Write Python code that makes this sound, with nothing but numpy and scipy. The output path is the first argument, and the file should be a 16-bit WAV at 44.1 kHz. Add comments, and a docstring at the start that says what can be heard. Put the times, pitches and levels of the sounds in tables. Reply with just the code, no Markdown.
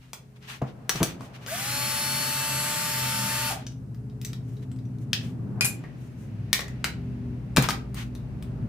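"""In a workshop, a cordless drill backs a screw out of a small engine on a steel bench, heard close up.
The drill is shaft and gear tones over chopped noise; three falling, rough rings mark its braking.
The bit ticks, the screw drops into a dish and the bench thuds: noise bursts with decaying modes.
Sleeves and hands rub as swelling hiss. Outside, two vehicle engines drone past as drifting sines,
their firing tones beating against each other, over filtered-noise road rumble and hiss."""
import sys
import numpy as np
from scipy import signal
from scipy.fft import rfft, irfft, next_fast_len
from scipy.io import wavfile
from scipy.ndimage import map_coordinates

SR = 44100
rng = np.random.default_rng(int(sys.argv[2]) if len(sys.argv) > 2 else 0)


def dump_mix(stems):
    """Bounce the given channels to the path in sys.argv[1] as a 16-bit WAV at rate SR."""
    frames = np.atleast_2d(stems).T  # one column per channel
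    limited = np.clip(frames, -1, 1)  # hard clip at full scale
    pcm = np.round(limited * 32767).astype(np.int16)
    wavfile.write(sys.argv[1], SR, pcm)


N = 382788
T = np.arange(N) / SR  # time in seconds

# trigger pulled, let go, brake takes hold
TRIGGER_S, RELEASE_S, BITE_S = 1.465, 3.494, 3.522
SPIN_UP_S = 0.086  # time constant
STOP_DB_PER_S = 896  # fall of the drill sound


def amp(db):
    """Gain of a level in dB."""
    return 10 ** (np.asarray(db) / 20)


def unit(x):
    """x at rms 1."""
    return x / np.sqrt(np.mean(x ** 2) + 1e-20)


def along(points, hz):
    """(Hz, value) points interpolated on a log frequency axis."""
    f, v = np.transpose(points)
    return np.interp(np.log(hz + 1), np.log(f + 1), v)


def curves(rows):
    """One value per sample for each column after the time."""
    s, *cols = np.transpose(rows)
    return [np.interp(T, s, c) for c in cols]


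def wobble(rate):
    """A random curve of straight segments, rate knots a second."""
    knots = rng.standard_normal(int(N * rate / SR) + 4)
    return map_coordinates(knots, [T * rate], order=1)


def filtered(x, response):
    """x times a complex response of frequency."""
    m = next_fast_len(x.shape[-1] + 8192)
    spectrum = rfft(x, m) * response(np.fft.rfftfreq(m, 1 / SR))
    return irfft(spectrum, m)[..., :x.shape[-1]]


def diffuse(pair):
    """Two unrelated signals mixed so that the bass is alike in both ports."""
    # Each row: frequency in Hz, left-right correlation of far sound.
    likeness = [(40, 0.76), (150, 0.89), (400, 0.63), (1000, 0.098), (3000, 0.054), (15000, 0.05)]

    def mid_side_gains(hz):
        turn = np.arccos(np.clip(along(likeness, hz), -1, 1)) / 2
        return np.array([np.cos(turn), np.sin(turn)])

    mid, side = filtered(pair, mid_side_gains)
    return np.array([mid + side, mid - side])


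def rush(spectrum):
    """Diffuse stereo noise of rms 1."""
    noise = diffuse(rng.standard_normal((2, N)))
    return unit(filtered(noise, lambda hz: amp(along(spectrum, hz))))


def tone(hz, db, flutter_db, rate):
    """A sine of rms db whose strength drifts."""
    phase = 2 * np.pi * (np.cumsum(hz) / SR + rng.random())
    return np.sqrt(2) * amp(db + flutter_db * wobble(rate)) * np.sin(phase)


def quiver(t, spread_hz):
    """A random walk of phase that blurs a ring into a cluster of close modes."""
    return np.cumsum(rng.standard_normal(len(t))) * np.sqrt(2 * np.pi * spread_hz / SR)


def add(track, s, x):
    """Mixes x into track at time s."""
    part = track[round(s * SR):][:len(x)]
    part += x[:len(part)]


def engine(course, orders):
    """Eight firings per camshaft turn, weaker tones of uneven cylinders between, and a low hum."""
    hz, db, hum_db = curves(course)
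    firing = tone(hz, db, flutter_db=0.5, rate=12)
    hum = tone(hz / 2, hum_db, flutter_db=1.0, rate=4)
    between = sum(tone(hz * k / 8, db + under_db, flutter_db=5.5, rate=7.4) for k, under_db in orders)
    return firing + hum + between


def street():
    """Engine tones outside over road rumble and hiss, with two dull swells and a faint steady hiss."""
    # Each row: time in seconds, firing frequency in Hz, firing level in dB,
    # level in dB of a separate low hum, at half the firing frequency.
    steady = [(0, 129, -53, -67.5), (2, 130, -44.5, -67), (2.75, 130.6, -43, -64), (3.5, 130, -44.5, -52),
              (4.3, 129.3, -39, -52), (5.2, 127.8, -37, -63), (6.1, 125, -45, -56), (6.7, 124.5, -40, -45),
              (7.2, 122.3, -34.5, -50), (7.9, 121.3, -40, -41), (8.68, 121, -35.5, -51.5)]
    revving = [(0, 110, -94.5, -64.5), (1.4, 109.7, -61.5, -67.5), (1.7, 119.4, -41.5, -62),
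               (2, 130.1, -41, -80), (2.3, 140.6, -45, -72.5), (2.6, 134, -39.5, -64.5),
               (3.15, 124.3, -37, -68), (3.6, 116.7, -42, -61), (5.15, 116.1, -38, -62.5),
               (5.6, 112.6, -36.5, -63), (5.95, 112.7, -69.5, -55.5), (6.2, 109.2, -40.5, -67.5),
               (6.45, 104.2, -34, -61), (6.7, 103.4, -68, -58), (7.15, 108.5, -56.5, -49),
               (8.1, 99.5, -61.5, -49), (8.4, 100.7, -59, -48.5), (8.68, 111.6, -31, -40)]
    # Each row: multiple of camshaft speed, level in dB re the firing tone.
    steady_orders = [(5, -17), (6, -16), (7, -24.5), (9, -19), (10, -11.5), (11, -13), (13, -12.5),
                     (14, -23.5), (16, -11.5), (20, -26.5), (26, -22)]
    revving_orders = [(5, -25.5), (10, -18), (13, -14), (14, -16), (16, -17)]
    # Traffic. Each row: time in seconds, rumble level in dB, bright hiss level in dB.
    traffic = [(0, -53, -75), (2, -47, -55), (3.7, -44, -74), (5, -42, -70), (5.6, -34.5, -68.5),
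               (5.8, -37.5, -59.5), (6.1, -41.5, -65), (6.7, -39.5, -59), (7.4, -38.5, -64),
               (8.2, -39, -64), (8.68, -34.5, -64.5)]
    # Rumble spectrum. Each row: frequency in Hz, relative density in dB per Hz.
    rumble = [(12, -50), (20, -24), (64, -21.5), (123, 3.5), (171, -7), (237, -6.5), (546, -26.5),
              (1000, -45.5), (1300, -69), (2200, -120)]
    # Dull swells: a long handling rub near by, then a short passing whoosh outside.
    # Each row: peak time in seconds, width in seconds, level in dB.
    swells = [(1.25, 0.59, -54), (5.6, 0.037, -52)]
    drone = engine(steady, steady_orders) + engine(revving, revving_orders)
    road_db, bright_db = curves(traffic)
    dull_gain = amp(road_db - 18.5)
    for s, width_s, db in swells:
        dull_gain += amp(db) * np.exp(-((T - s) / width_s) ** 2)
    hiss = dull_gain * rush([(300, -9.0), (600, 0.5), (1500, -10.0), (2000, -19), (4000, -51.5)])
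    hiss += amp(bright_db) * rush([(900, -17.5), (1600, -2.5), (2700, -4.5),
                                   (3300, -11.5), (6000, -18), (9000, -42)])
    hiss += amp(-72.5) * rush([(1500, -22.0), (4000, -2.5), (9000, -3.0), (15000, -9.0)])
    road = amp(road_db + 1.2 * wobble(2.38)) * rush(rumble)
    return (drone + hiss + road) * amp([[.6], [-.6]])


def rubs():
    """Hands, sleeves and sliding tool: each stroke is a grainy hiss with body and treble layers."""
    # Each row: peak time in seconds, fall in seconds, body level in dB, treble level in dB.
    strokes = [(.04, 0.074, -61, -70.5), (.365, 0.0167, -58.5, -70.5), (.44, 0.045, -53, -66),
               (0.508, 0.06, -40, -49), (0.679, 0.036, -52, -66), (0.962, 0.079, -39.5, -45),
               (1.09, 0.0483, -44.5, -56), (1.23, 0.06, -55, -59.5), (1.35, 0.032, -49.5, -62),
               (1.44, 0.075, -52, -61.5), (3.6, 0.052, -54, -69.5), (4.23, .026, -59, -66),
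               (4.29, 0.042, -59, -70), (4.5, 0.137, -68, -68), (4.63, 0.0176, -59.5, -66),
               (5.02, .025, -65, -63), (5.24, .074, -53, -58), (6.03, 0.111, -69, -68),
               (6.21, 0.076, -69, -64), (7.64, 0.032, -30.5, -46.5), (7.987, 0.0595, -42, -49.5)]
    rise_share = 0.49  # rise over fall
    body = rush([(300, -22.5), (1000, -1), (2800, 0.5), (6000, -11.5), (9000, -35.0)])
    fizz = rush([(3000, -30.0), (6000, 2.5), (11000, -5), (14500, -6.0)])
    power = np.zeros((2, N))
    for s, fall_s, *db in strokes:
        stroke = np.exp(-((T - s) / np.where(T < s, rise_share * fall_s, fall_s)) ** 2)
        power += amp(db)[:, None] ** 2 * stroke ** 2
    body_gain, fizz_gain = np.sqrt(power)
    grain = amp(1.5 * wobble(66))
    return grain * (body_gain * body + fizz_gain * fizz) * amp([[.8], [-.8]])


def ticks():
    """Each metal contact is a crack, a dying hiss and the ring of the bit, loudest near one mode."""
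    # Each row: start in seconds, relative level in dB, low tilt in dB, treble tilt in dB,
    # loudest ring in Hz, ring level in dB re the contact.
    contacts = [(0.1323, -27, -9.5, -12, 2260, -22), (.427, -50.5, -5, -18, 2700, -13),
                (.6195, -42.5, 21, -16, 1880, -22.5), (0.8941, -13, -4.5, -12, 5900, -7),
                (0.9582, -25, -5, -17.5, 2940, -23.5), (1.03, -15.5, -7.5, -7, 5900, -11.5),
                (1.2087, -40.5, 4, -21, 2620, -15), (1.4627, -28, -11.5, -19.5, 2240, -19),
                (3.6665, -31.5, -37, -30, 5400, -2), (3.7203, -47, -26, -18, 4180, -18),
                (3.946, -49.5, -18, -18, 14600, -11), (4.0985, -51, -24, -32, 3600, -8),
                (4.215, -35, -28, -14, 14600, -10.5), (4.2485, -27, -34, -10.5, 6500, -3),
                (4.3321, -32, -8, -19, 3780, -15), (4.535, -59, -30, -10, 14600, 0),
                (4.568, -50.5, -18, -28, 3850, -10), (4.7157, -45.5, -17, -19, 7800, -8.5),
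                (4.762, -51.5, -28, -17, 7900, -11), (4.7883, -49, -20, -20.5, 3850, -14.5),
                (4.853, -55, -28, -15.5, 5900, -8), (4.985, -53, -24, -13, 5900, -17),
                (5.1319, -8.5, -45.5, -25.5, 4200, -34.5), (5.8389, -49.5, 10.5, -42, 1920, 2),
                (6.53, -8, -23.5, -11, 2200, -12.5), (6.5923, -23.5, -4.5, -17.5, 1950, -10),
                (6.606, -28, -26, -13.5, 5900, -13), (6.682, -37, -4.5, -15, 1720, -5),
                (6.8431, -13, -11.5, -17, 2300, -18), (7.5639, -15, -10.5, -13, 5030, -30),
                (7.5701, -7.5, -5.5, -16.5, 2235, -16.5), (7.6241, -22, -17, -6.5, 2450, -27),
                (7.6413, -24.5, 4.5, -28.5, 1780, -27), (7.6879, -14.5, -4.5, -17.5, 1250, -7),
                (7.697, -23, -12.5, -11, 1250, -9), (7.706, -15, -15, -19.5, 2150, -14.5),
                (7.9446, -38, -7, -4.5, 1780, -10), (8.1511, -39.5, -7.5, -13, 3840, -10),
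                (8.4256, -39.5, -19, -10, 3480, -20.5)]
    # Modes of the bit. Each row: frequency in Hz, t60 in seconds.
    bit = [(1250, 0.064), (1927, 0.18), (2300, 0.094), (3850, 0.065), (5911, 0.07), (7908, .07),
           (9400, 0.039), (14600, .06)]
    snap_t60_s, rattle_t60_s = 0.008, 0.041
    out, t = np.zeros(N), T[:SR // 3]
    for s, db, low_db, treble_db, ring_hz, ring_db in contacts:
        colour = [(250, low_db + 8.5), (1150, low_db + 13.5), (1900, -0.097), (5200, -2.5),
                  (8500, treble_db + 6.5), (12800, treble_db + 2.0), (14600, treble_db + 6)]
        snap = amp(-60 * t / snap_t60_s) * np.sign(rng.standard_normal(len(t)))
        rattle = 0.64 * amp(-60 * t / rattle_t60_s) * rng.standard_normal(len(t))
        crack = filtered(snap, lambda f: amp(along(colour, f)))
        # less bass in the longer rattle: the low part is gone sooner
        crack += filtered(rattle, lambda f: amp(along(colour, f)) * f / (f + 1500))
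        ring = np.zeros(len(t))
        for hz, t60_s in bit:
            mode_db = rng.normal(0, .8) - 41 * abs(np.log2(hz / ring_hz))
            phase = 2 * np.pi * hz * t + quiver(t, spread_hz=110 + hz / 45)
            ring += amp(mode_db - 60 * t / t60_s) * np.sin(phase)
        add(out, s, amp(db + 3.0) * crack + amp(db + ring_db) * ring)
    return out


def thuds():
    """A soft push excites the low bench modes and shakes loose parts; longer contact is duller."""
    # Each row: start in seconds, relative level in dB, contact in seconds.
    blows = [(.616, -16.5, 0.0018), (0.898, -33.5, 0.0042), (.95, -21.5, 0.0055), (1.004, -14, 0.00099),
             (1.015, -10, .002), (6.843, -31, 0.0016), (7.565, -17.5, .002), (7.576, -6.5, .0024),
             (7.688, -25.5, .002)]
    # Each row: frequency in Hz, relative level in dB, t60 of the unloaded bench in seconds.
    bench = [(67, -10, .12), (126, 0.5, 0.22), (148.6, 5, 0.11), (211.6, -2, 0.17), (254.6, -4, 0.108),
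             (328.5, -2.5, 0.11), (430, -8.5, 0.079), (554, -5, 0.03), (680, -6.5, 0.095), (907, -5, 0.03)]
    damped_share = 0.77  # share of the free t60 that the loaded bench keeps
    loose_parts = [(150, -22), (500, 1.5), (1300, -5.0), (3000, -13), (6000, -39)]
    out, t = np.zeros(N), T[:SR // 2]
    for s, db, contact_s in blows:
        ring = np.zeros(len(t))
        for k, (hz, mode_db, t60_s) in enumerate(bench):
            fade_db = mode_db + rng.normal(0, 1.2) - 60 * t / (t60_s * damped_share)
            # neighbouring modes start in opposite directions
            ring += (-1) ** k * amp(fade_db) * np.sin(2 * np.pi * hz * t)
        burst = amp(8 - 60 * t / 0.18) * rng.standard_normal(len(t))
        clatter = filtered(burst, lambda f: amp(along(loose_parts, f)))
        push = filtered(ring + clatter, lambda f: 1 / (1 + 1j * f * contact_s))
        add(out, s, amp(db - 6.0) * push)
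    return out


def motor():
    """Shaft speed and gear noise level from trigger, load and brake."""
    start_hz, full_hz = 142.6, 299  # speed when first heard, free speed
    load_hz, ease_s = 14.5, 0.65  # speed held back by the tight screw, time constant of its easing
    brake_hz_per_s = 2200
    running_s = np.clip(T - TRIGGER_S, 0, None)
    hz = full_hz - load_hz * np.exp(-running_s / ease_s)
    hz -= (full_hz - load_hz - start_hz) * np.exp(-running_s / SPIN_UP_S)
    whirr_db = -35 + 8 * np.log2(hz / full_hz)  # 8 dB per octave of speed
    whirr_db -= STOP_DB_PER_S * np.clip(T - BITE_S, 0, 1)
    return np.clip(hz - brake_hz_per_s * np.clip(T - RELEASE_S, 0, 1), 0, None), whirr_db


def drill():
    """Shaft orders ride on gear noise that is chopped once a turn: returns noise and tones."""
    # Tones of armature and brushes. Each row: multiple of shaft speed, relative level in dB.
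    shaft = [(2, -5), (4, -3), (5, -9), (6, -11), (9, -2), (14, -7), (15, 1), (18, -4), (20, -12), (24, -5),
             (26, -8), (27, -5), (30, -11), (31, -9), (33, -3), (35, -10), (36, -3), (37, -9), (38, -7),
             (39, -5), (40, -7), (41, -10), (42, -6), (44, -8), (48, -10)]
    # Gear mesh. Each row: multiple of shaft speed, relative level in dB.
    gears = [(8.21, -10), (10.21, -6)]
    # Gear and fan noise. Each row: frequency in Hz, relative density in dB per Hz.
    whirr = [(150, -16), (250, -10.5), (452, -17), (586, -13), (802, -13), (875, -8.5), (971, -13.5),
             (1180, -3.5), (1640, -4.5), (2620, -5.5), (3910, -7.5), (10900, -8.5), (16000, -15.5)]
    # Resonances. Each row: multiple of shaft speed, centre in Hz, width in Hz, level in dB re gear noise.
    housing = [(3, 662, 43, 5), (9, 1570, 91, 1.5)]
    tight_db, loose_s, loosen_s = 4.5, 2.9, 0.8  # gain while tight, time it is loose, time to loosen
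    hz, whirr_db = motor()
    hz = hz * (1 + 0.000914 * wobble(25))
    on = np.clip((T - TRIGGER_S) / 0.006, 0, 1) * (hz > 0)
    chop = 1 + 0.12 * np.cos(2 * np.pi * np.cumsum(hz) / SR)
    noise = unit(chop * filtered(rng.standard_normal(N), lambda f: amp(along(whirr, f))))
    # tones are held down early in the spin-up and die when the trigger is let go
    settled_db = whirr_db - 100 * np.exp(-np.abs(T - TRIGGER_S) / SPIN_UP_S)
    settled_db -= STOP_DB_PER_S * np.clip(T - RELEASE_S, 0, 1)
    load = np.clip((loose_s - T) / loosen_s, 0, 1)
    lines = np.zeros(N)
    for k, db in shaft + gears:
        line_db = settled_db + db - 9 + tight_db * load * (k > 14)
        lines += tone(k * hz, line_db, flutter_db=1.5 + k / 11, rate=4.986)
    # third order whine, growing 3.5 dB per second against the gear noise
    whine_db = whirr_db - 11 + 3.5 * (T - TRIGGER_S)
    lines += tone(3 * hz, whine_db, flutter_db=0.6, rate=4.02)
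    for k, peak_hz, width_hz, db in housing:
        resonance = np.exp(-((k * hz - peak_hz) / width_hz) ** 2) * (T < RELEASE_S)
        lines += resonance * tone(k * hz, whirr_db + db, flutter_db=1.5, rate=30)
    return on * amp(whirr_db + 1.06) * noise, on * lines


def brake():
    """The sudden stop shakes the housing in three rough jolts, each lower than the last."""
    first_s, gap_s, t60_s = 3.504, 0.0115, 0.044
    out, t = np.zeros(N), T[:SR // 8]
    for k in range(3):
        hz = 766 - 55 * k
        db = -26.5 - 3.5 * k
        ring = np.sin(2 * np.pi * hz * t + quiver(t, spread_hz=46))
        add(out, first_s + gap_s * k, amp(db - 60 * t / t60_s) * ring)
    return out


def dish():
    """The screw lands, bounces and rattles as noise; the dish rings in blurred modes."""
    # Each row: start in seconds, relative level in dB, treble boost in dB.
    drops = [(5.609, -5.5, -7), (5.6463, -15.5, 8), (5.652, -15, 7.5)]
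    # Each row: frequency in Hz, relative level in dB, t60 in seconds.
    modes = [(2430, -1, 0.13), (7350, -14.5, 0.221), (7623, -23, 0.18), (8333, -24, 0.081),
             (9000, -15.5, 0.09), (9862, -9.5, 0.14), (11160, -4, 0.1)]
    out, t = np.zeros(N), T[:SR // 2]
    for s, db, treble_db in drops:
        ring = np.zeros(len(t))
        for hz, mode_db, t60_s in modes:
            fade_db = mode_db + treble_db * (hz > 5000) - 60 * t / t60_s
            phase = 2 * np.pi * hz * t + quiver(t, spread_hz=30 + hz ** 2 / 2e5)
            ring += amp(fade_db) * np.sin(phase)
        fade = amp(-60 * t / 0.016) + 0.26 * amp(-60 * t / 0.14)
        colour = [(300, -23.5), (800, -1.5), (2500, -1.5), (5000, 2.5),
                  (9000, treble_db), (15000, treble_db - 5)]
        rattle = filtered(fade * rng.standard_normal(len(t)), lambda f: amp(along(colour, f)))
        add(out, s, amp(db - 13) * ring + amp(db - 7.5) * rattle)
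    return out


def heard(x, lag, pan_db, wet_db):
    """Direct sound, left lag samples after right, plus a fresh shop tail every quarter second."""
    # Reverberation. Each row: frequency in Hz, t60 in seconds.
    shop = [(200, 0.89), (1000, 0.3), (4000, 0.25), (12000, 0.18)]
    half_lag = np.array([[-1], [1]]) * lag / 2
    out = filtered(x, lambda f: np.exp(2j * np.pi * f * half_lag / SR)) * amp([[pan_db], [-pan_db]])
    size = SR // 4
    for start in size * np.unique(np.flatnonzero(x) // size):
        hz, t, z = signal.stft(rng.standard_normal((2, SR // 2)), SR, nperseg=256)
        decay = amp(-60 * t / along(shop, hz)[:, None])
        tail = diffuse(signal.istft(z * decay, SR, nperseg=256)[1])
        tail /= np.linalg.norm(tail[0])
        echo = signal.fftconvolve(x[None, start:start + size], tail, axes=1)
        add(out.T, start / SR + .003, amp(wet_db) * echo.T)
    return out


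def scene():
    """Near sources in the shop over the street outside."""
    whirr, whine = drill()
    near = heard(ticks(), lag=0.99, pan_db=2.5, wet_db=-2)
    near += heard(thuds(), lag=3.3, pan_db=.8, wet_db=-15)
    near += heard(whirr + brake(), lag=2.62, pan_db=1.64, wet_db=0.5)
    near += heard(whine, lag=1.2, pan_db=1.1, wet_db=-15)
    near += heard(dish(), lag=5.1, pan_db=3.0, wet_db=-3.5)
    return near + rubs() + street()


def record(dry):
    """The microphone rolls off at both ends of the band; nothing passes above the band limit."""
    # Each row: frequency in Hz, response in dB.
    edge = [(25, -12), (45, 0.5), (60, -0.5), (14500, 1), (15400, -0.5), (15800, -19.5), (16500, -33.5)]
    top_hz = 16700
    margin = 2 ** 11
    padded = np.pad(dry, [(0, 0), (margin, margin)], mode="reflect", reflect_type="odd")
    return filtered(padded, lambda hz: amp(along(edge, hz)) * (hz < top_hz))[:, margin:-margin]


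dry = scene()
out = record(dry)
dump_mix(out)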